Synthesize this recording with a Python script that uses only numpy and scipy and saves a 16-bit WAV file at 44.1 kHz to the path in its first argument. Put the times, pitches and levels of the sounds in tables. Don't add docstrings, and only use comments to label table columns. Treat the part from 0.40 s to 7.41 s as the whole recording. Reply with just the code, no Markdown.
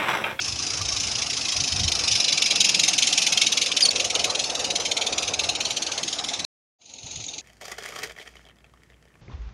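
import sys
import numpy as np
from scipy import signal
from scipy.fft import rfft, irfft, next_fast_len
from scipy.io import wavfile
from scipy.ndimage import uniform_filter1d, map_coordinates

SR = 44100
rng = np.random.default_rng(int(sys.argv[2]) if len(sys.argv) > 2 else 0)


def nominal_scale(level):
    x = np.asarray(level, float) / 20
    return 10 ** x


def dump_mix(stems):
    frames = np.atleast_2d(stems).T
    limited = np.clip(frames, -1, 1)
    pcm = np.round(limited * 32767).astype(np.int16)
    wavfile.write(sys.argv[1], SR, pcm)


N = 309229
CUT_S, RETURN_S = 6.0501, 6.386
PASS_S = 2.4
# (place in the turn [0-1], puff level [dB], puff length [ms], after-blow level [dB], its 60 dB decay [s])
STROKES = [
    (0, 1, 14, -3.5, .25),
    (.208, -1.24, 15, 4, 0.24),
    (.455, -0.23, 14, 0.6, .29),
    (.74, -0.17, 14.1, -3, .17),
]


def unit(x):
    return x / np.sqrt(np.mean(x ** 2) + 1e-20)


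def curves(rows):
    s, *cols = np.transpose(rows)
    return [np.interp(np.arange(N) / SR, s, c) for c in cols]


def wobble(rate):
    knots = rng.standard_normal(int(N * rate / SR) + 4)
    return map_coordinates(knots, [np.arange(N) * rate / SR])


def filtered(x, response):
    m = next_fast_len(N + SR // 2)
    return irfft(rfft(x, m) * response(np.fft.rfftfreq(m, 1 / SR)), m)[..., :N]


def patchy(depth_db):
    z = signal.stft(rng.standard_normal(N + 1024), nperseg=512)[2]
    field = uniform_filter1d(rng.standard_normal(z.shape), size=2, axis=0)
    field = uniform_filter1d(field, size=5, axis=1)
    return signal.istft(z * nominal_scale(depth_db * unit(field)), nperseg=512)[1][:N]


def resonant(modes, depth_db):
    def ring(f):
        total = 0
        for k, (centre, width, db) in enumerate(modes):
            once = f * width / (centre * centre - f * f + 1j * f * width)
            total = total + (-1) ** k * nominal_scale(db) * once ** 2
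        return total
    return unit(filtered(patchy(depth_db), ring))


def coloured(spectrum, depth_db):
    f, db = np.transpose(spectrum)

    def response(hz):
        return nominal_scale(np.interp(np.log(hz + 1), np.log(f), db, -120, -120))
    return unit(filtered(patchy(depth_db), response))


def steadied(x):
    return unit(x / (uniform_filter1d(x ** 2, size=220) + .05) ** .25)


def passing():
    along = (np.arange(N) / SR - PASS_S) / 1.0
    return np.degrees(np.arctan(along)), -10 * np.log10(1 + along ** 2)


def seen(sides, afar, loss_db=0):
    deg, *cols = np.transpose(sides)
    bearing = passing()[0]
    near = np.arange(N) < CUT_S * SR
    return [np.where(near, np.interp(bearing, deg, c) + loss_db, far) for c, far in zip(cols, afar)]


def beats():
    # (time of the first stroke [s], puff level [dB]); the last row of a run only ends a turn
    nearing = [(.014, -34.5), (.158, -35), (.303, -32.5), (.452, -33), (.601, -31.5), (.752, -31.5),
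               (.899, -30), (1.051, -28.5), (1.203, -26), (1.361, -27), (1.518, -24.5), (1.678, -24),
               (1.843, -23), (2.021, -20), (2.204, -21)]
    leaving = [(2.393, -21.5), (2.582, -21), (2.776, -21.5), (2.973, -21), (3.173, -21.5), (3.366, -22.5),
               (3.556, -25), (3.751, -23), (3.95, -25.5), (4.15, -26.5), (4.355, -25), (4.568, -24),
               (4.779, -26), (4.991, -24.5), (5.206, -26.5), (5.421, -27.5), (5.632, -28.5), (5.841, -28.5),
               (6.045, -27.5), (6.25, -28)]
    far_turns = [(6.288, -45), (6.458, -39.5), (6.63, -42.5), (6.802, -39.5), (6.981, -38), (7.16, -35)]
    rows = []
    for turns in (list(nearing) + list(leaving), list(far_turns)):
        for (s, db), (end, end_db) in zip(turns, turns[1:]):
            for k, (place, *_) in enumerate(STROKES):
                rows.append((s + place * (end - s), db + place * (end_db - db), k))
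    return [b for b in rows if b[0] < CUT_S or RETURN_S < b[0] < N / SR]


def low_end():
    # (time [s], peak level [dB], length [s])
    gusts = [(.09, -38, .09), (.45, -38, .1), (0.704, -39, 0.076), (0.996, -48.5, .15), (1.217, -36, 0.031),
             (1.409, -26.5, .06), (1.62, -39, 0.041), (1.73, -38.5, 0.032), (3.75, -54.5, 0.21),
             (4.402, -53, 0.31), (4.925, -51.5, 0.12), (5.11, -43.5, 0.028), (5.4, -54.5, 0.31),
             (6.032, -45, 0.061), (6.653, -38.5, 0.016), (6.79, -41.5, .03)]
    # (frequency [Hz], density [dB per Hz])
    buffet = [(22, -30), (44, -9.5), (60, -0.5), (95, 3), (140, -5), (250, -15.5), (500, -45)]
    # (centre [Hz], width [Hz], level [dB])
    heavy_modes = [(182, 173, 0)]
    light_modes = [(297, 150, 0)]
    t = np.arange(N) / SR
    wind = nominal_scale(-57.5)
    for s, db, length in gusts:
        wind = wind + nominal_scale(db) * np.exp(-.5 * ((t - s) / length) ** 2)
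    thumps = unit(nominal_scale(2.04 * wobble(20)) * coloured(buffet, 0.57))
    engine = np.exp(-((t - PASS_S) / .8) ** 2)
    hum_db = np.where(t < CUT_S, -47 + 4 * engine, -55)
    heavy = .3 + .5 * engine
    hum = np.sqrt(heavy) * resonant(heavy_modes, 1.5) + np.sqrt(1 - heavy) * resonant(light_modes, 2.1)
    return nominal_scale(-2.55) * wind * thumps + nominal_scale(hum_db + 1.5 * wobble(20)) * hum


def rolling():
    # (time [s], boom level [dB], boom centre [Hz])
    roll = [(0, -47, 654), (.64, -44.5, 633), (1.2, -44.5, 710), (1.8, -39.5, 635), (2.78, -40.5, 701),
            (3.28, -41.5, 520), (3.8, -33.5, 573), (4.05, -36.5, 565), (4.25, -33.5, 553), (4.6, -36, 600),
            (5.15, -36.5, 650), (5.6, -41.5, 647), (6.05, -39.5, 686), (6.38, -49.5, 660), (7.01, -52, 660)]
    # (frequency [Hz], density [dB per Hz])
    rattle = [(700, -24.5), (1000, 0.5), (1250, 1.5), (1700, -5.5), (2300, -3.5), (3500, -29.5)]
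    # (centre [Hz], width [Hz], level [dB])
    rail_tone = [(716, 70, 0)]
    # (time [s], peak level [dB], ring [Hz])
    joints = [
        (0.194, -26, 1140),
        (0.409, -20.5, 1177),
        (0.516, -23, 1140),
        (1.155, -27, 628),
        (1.498, -22.5, 710),
        (2.781, -25, 810),
        (3.608, -19.5, 541),
        (3.759, -20, 413),
        (4.509, -24, 651),
        (5.083, -18, 700),
    ]
    boom_db, centre_hz = curves(roll)
    near = np.arange(N) < CUT_S * SR
    rattle_db = np.where(near, -45.5 + 0.19 * (boom_db - boom_db.mean()), -63)
    share = np.clip((centre_hz - 480) / 260, 0, 1)
    low_boom = resonant([(470.0, 210, 0.1), (613, 155, -3.0)], 2.05)
    high_boom = resonant([(704, 230, 1.5), (886, 213, -2.5)], 2.6)
    boom = np.sqrt(1 - share) * low_boom + np.sqrt(share) * high_boom
    boom = boom + nominal_scale(-8) * resonant(rail_tone, 1.7)
    knocks = np.zeros(N + SR)
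    t = np.arange(SR // 10) / SR
    for s, db, hz in joints:
        ring = np.sin(2 * np.pi * hz * t) + .7 * uniform_filter1d(rng.standard_normal(len(t)), size=12)
        decay = nominal_scale(db - 0.5 - 60 * t / 0.052)
        knocks[round(s * SR):][:len(t)] += decay * ring * (1 - np.exp(-t / 0.0055))
    bumps = wobble(25)
    boom = nominal_scale(boom_db - 2.0 + 1.35 * bumps) * boom
    return knocks[:N] + boom + nominal_scale(rattle_db + 1.06 + 2.0 * bumps) * coloured(rattle, 3.0)


def valve_gear():
    # (time [s], peak level [dB])
    ticks = [
        (3.745, -16),
        (6.5375, -21.5),
        (6.662, -25),
        (6.8648, -21),
    ]
    out = np.zeros(N + SR)
    t = np.arange(SR // 50) / SR
    for s, db in ticks:
        decay = nominal_scale(db + 2.5 - 60 * t / 0.017)
        attack = 1 - np.exp(-t / .0008)
        out[round(s * SR):][:len(t)] += decay * attack * np.sin(2 * np.pi * 6670 * t)
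    return out[:N]


def squeal():
    # (middle [s], length [ms], level [dB], pitch [Hz], octave relative to it [dB])
    slips = [
        (3.428, 7, -13, 4920, -26),
        (3.439, 6, -20, 4380, -7.5),
        (3.457, 7.2, -17, 4400, -8),
        (3.491, 3.8, -14, 4360, -20),
    ]
    t = np.arange(N) / SR
    s, ms, db, hz, octave_db = np.transpose(slips)[..., None]
    grips = nominal_scale(db) * np.exp(-np.abs((t - s) * 1000 / ms) ** 2.5)
    slack = nominal_scale(-35) * np.exp(-((t - s.mean() - .012) / 0.042) ** 6)
    whole = grips.sum(0) + slack + 1e-9
    slack_weight = (slack + 1e-9) ** 2
    pitch_hz = ((grips ** 2 * hz).sum(0) + slack_weight * 4770) / ((grips ** 2).sum(0) + slack_weight)
    phase = 2 * np.pi * np.cumsum(pitch_hz * (1 + .008 * wobble(400))) / SR
    flutter_db = .6 * wobble(500)
    octave = (grips * nominal_scale(octave_db)).sum(0) * nominal_scale(2 * flutter_db)
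    return np.sqrt(2) * nominal_scale(flutter_db) * (whole * np.sin(phase) + octave * np.sin(2 * phase))


def leak():
    # (bearing [degrees], cylinder level [dB], gland level [dB], broad hiss level [dB])
    leak_sides = [(-64, -35.5, -29, -27.5), (-55.5, -40, -30.5, -29.5), (-40, -38.5, -29.5, -30),
                  (-15.5, -31, -28, -32.5), (12.5, -35, -30.5, -29), (33, -34, -34, -31.5),
                  (55.5, -38.5, -36, -30.5), (73, -35, -33.5, -26)]
    leak_afar = (-53.5, -53.5, -40.5)
    # (centre [Hz], width [Hz], level [dB])
    cylinder_modes = [(2652, 530, 0)]
    gland_modes = [(5030, 570, 0.5), (5410, 310, -3.5)]
    # (frequency [Hz], density [dB per Hz])
    near_hiss = [(1500, -11), (2100, -14), (3500, -5), (5500, 0), (6600, -1.5), (7400, -11), (8000, -8.5),
                 (8700, -15), (10800, -16), (11800, -41)]
    far_hiss = [(1500, -36), (2400, -9.5), (4000, -3.5), (5300, -10), (6100, -3), (6600, 4), (7200, -10),
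                (8000, -31), (8700, -22), (10500, -25.5), (11500, -35)]
    cylinder_db, gland_db, broad_db = seen(leak_sides, leak_afar, passing()[1])
    t = np.arange(N) / SR
    starts = np.array([0] + [b[0] for b in beats()])
    last_beat = starts[np.searchsorted(starts, t, "right") - 1]
    since = np.minimum(t - last_beat, .07)
    sag_db = uniform_filter1d(2.5 - 110 * since, size=300)
    spit_db = .6 * wobble(300) + 1.2 * wobble(12)
    hiss = nominal_scale(cylinder_db) * resonant(cylinder_modes, 1.5) + nominal_scale(gland_db) * resonant(gland_modes, 3.4)
    broad = np.where(t < CUT_S, coloured(near_hiss, 2.7), coloured(far_hiss, 2.9))
    return nominal_scale(spit_db + sag_db) * (hiss + nominal_scale(broad_db) * broad)


def exhaust():
    # (bearing [degrees], base modes [dB], mid modes [dB],
    # high over low modes [dB], fizz over high modes [dB], after-blow [dB])
    chimney_sides = [(-63.5, -2, 6.5, 3, -16, -4), (-57.5, 2.5, 3.5, 2, -16, -7),
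                     (-47.5, -3.5, 1, 0.5, -15, -9), (-27, -1.5, -0.4, -2.5, -12, -9.5),
                     (1.5, -0.4, -3, 5, -15, -10.5), (30, -0.4, -2.5, 0.7, -13, -9),
                     (67.5, -2.5, -8, 1.6, -16.5, -10.5), (73.5, -3.5, -8.5, 1, -18, -10)]
    chimney_afar = (-5, -13, 4, -26, -12)
    # (centre [Hz], width [Hz], level [dB])
    base_modes = [(2399, 733, 2.5), (3226, 840, 4.5)]
    low_modes = [(3605, 485, -3), (4027, 480, -1), (4513, 510, -6)]
    mid_modes = [(5230, 1000, -1.3), (5890, 720, -0.64)]
    high_modes = [(6254, 770, 1.5), (7014, 1100, -7.5)]
    fizz_modes = [(8755, 920, 5), (10800, 2500, -3.5)]
    base_db, mid_db, high_db, fizz_db, after_db = seen(chimney_sides, chimney_afar)
    t = np.arange(SR // 8) / SR
    low, high = np.zeros((2, N + SR))
    rows = beats()
    gaps = np.diff([b[0] for b in rows], append=N / SR + .03)
    chance = rng.standard_normal((len(rows), 3)) * [.9, 1.3, .17]
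    for (s, db, k), gap, (size_db, colour_db, stretch) in zip(rows, gaps, chance):
        _, puff_db, ms, stroke_db, t60 = STROKES[k]
        ms = ms * np.exp(stretch) * (0.77 if s > CUT_S else 1)
        ms = ms * (min(gap, .06) / 0.048) ** 0.46
        top = 0.0052 + 0.00023 * ms
        width = np.where(t < top, .0031, 0.00054 * ms)
        puff = np.exp(-.5 * ((t - top) / width) ** 2)
        start = round((s - .0045) * SR)
        shut = np.clip((min(gap, .07) - t) / 0.01, 0, 1)
        after = nominal_scale(after_db[start] + stroke_db - 60 * np.maximum(t - top, 0) / t60)
        after = after * np.clip(t / top, 0, 1) ** 3 * shut
        blow = nominal_scale(db + puff_db + size_db) * np.hypot(puff, after)
        low[start:][:len(t)] += blow
        high[start:][:len(t)] += nominal_scale(high_db[start] + colour_db) * blow
    eddies = nominal_scale(1.3 * wobble(500))
    spots_db = 3.7
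    lower = resonant(base_modes, spots_db) * nominal_scale(base_db) + resonant(low_modes, spots_db)
    lower = lower + resonant(mid_modes, spots_db) * nominal_scale(mid_db)
    upper = resonant(high_modes, spots_db) * nominal_scale(-3.0) + resonant(fizz_modes, 1.7) * nominal_scale(fizz_db)
    lower_jet = np.std(lower) * steadied(lower)
    upper_jet = np.std(upper) * steadied(upper)
    return eddies * (low[:N] * lower_jet + high[:N] * upper_jet)


def ground(x):
    # (time [s], lag [ms], level [dB])
    ground_echo = [(0, 1.12, -17), (1.2, 1.56, -11.5), (2.9, 1.98, -15), (3.5, 1.56, -17),
                   (4.05, 1.137, -7.5), (4.65, 0.87, -9.5), (5.35, 0.678, -9), (6.05, 0.51, -10.5),
                   (6.3, 0.46, -18), (7.01, 0.49, -20)]
    lag_ms, db = curves(ground_echo)
    echo = map_coordinates(x, [np.arange(N) - lag_ms * SR / 1000], order=3)
    return (x + nominal_scale(db) * echo) / np.sqrt(1 + nominal_scale(2 * db))


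def scene():
    engine = ground(exhaust() + leak())
    return (engine + rolling() + low_end() + squeal() + valve_gear())[None]


def starve(x):
    # (frequency [Hz], level relative to the loudest band [dB])
    starved = [(7400, -50), (8100, -32), (8800, -33), (9800, -30), (11000, -29), (12200, -25)]
    hz, t, z = signal.stft(x, SR, "cosine", nperseg=1024)
    band = np.arange(len(hz)) // 10
    power = np.add.reduceat(np.abs(z) ** 2, np.arange(0, len(hz), 10)) / 10
    loudest = uniform_filter1d(power.max(axis=0), size=15)
    loudest = np.minimum(loudest, 2 * np.median(loudest))
    f, under_db = np.transpose(starved)
    limit_db = np.interp(hz[::10] + 200, f, under_db, left=-200)[:, None]
    chance_db = 2.2 * rng.standard_normal(power.shape[1]) + 2.5 * rng.standard_normal(power.shape)
    far_db = -4 * (t > CUT_S)
    step = np.sqrt(loudest) * nominal_scale(limit_db + chance_db + far_db)
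    keep = (np.abs(z) > .8 * step[band]) & (np.sqrt(power) > step)[band]
    return signal.istft(z * keep, SR, "cosine", nperseg=1024)[1][..., :N]


def top_cut(x):
    return signal.sosfilt(signal.butter(12, 15800, fs=SR, output="sos"), x)


def record(dry):
    # (centre [Hz], width [Hz], depth [0-1])
    housing_dip = (8080, 690, 0.45)
    t = np.arange(N) / SR
    notch_hz, width, depth = housing_dip

    def colour(hz):
        dip = 1 - min(depth, .95) * np.exp(-((hz - notch_hz) / width * 2) ** 2)
        return dip / (1 + (hz / 12120) ** 60) * (hz < 12300)
    rounded = dry[0] / (1 + np.abs(dry[0] / .74) ** 4) ** (1 / 4)
    sound = starve(filtered(rounded, colour) + 1e-7)
    fade_in = np.clip((t - RETURN_S) / 0.35, 0, 1) ** 0.95
    gate = (t < CUT_S) + fade_in
    return top_cut(sound[None] * gate)


dry = scene()
out = record(dry)
dump_mix(out)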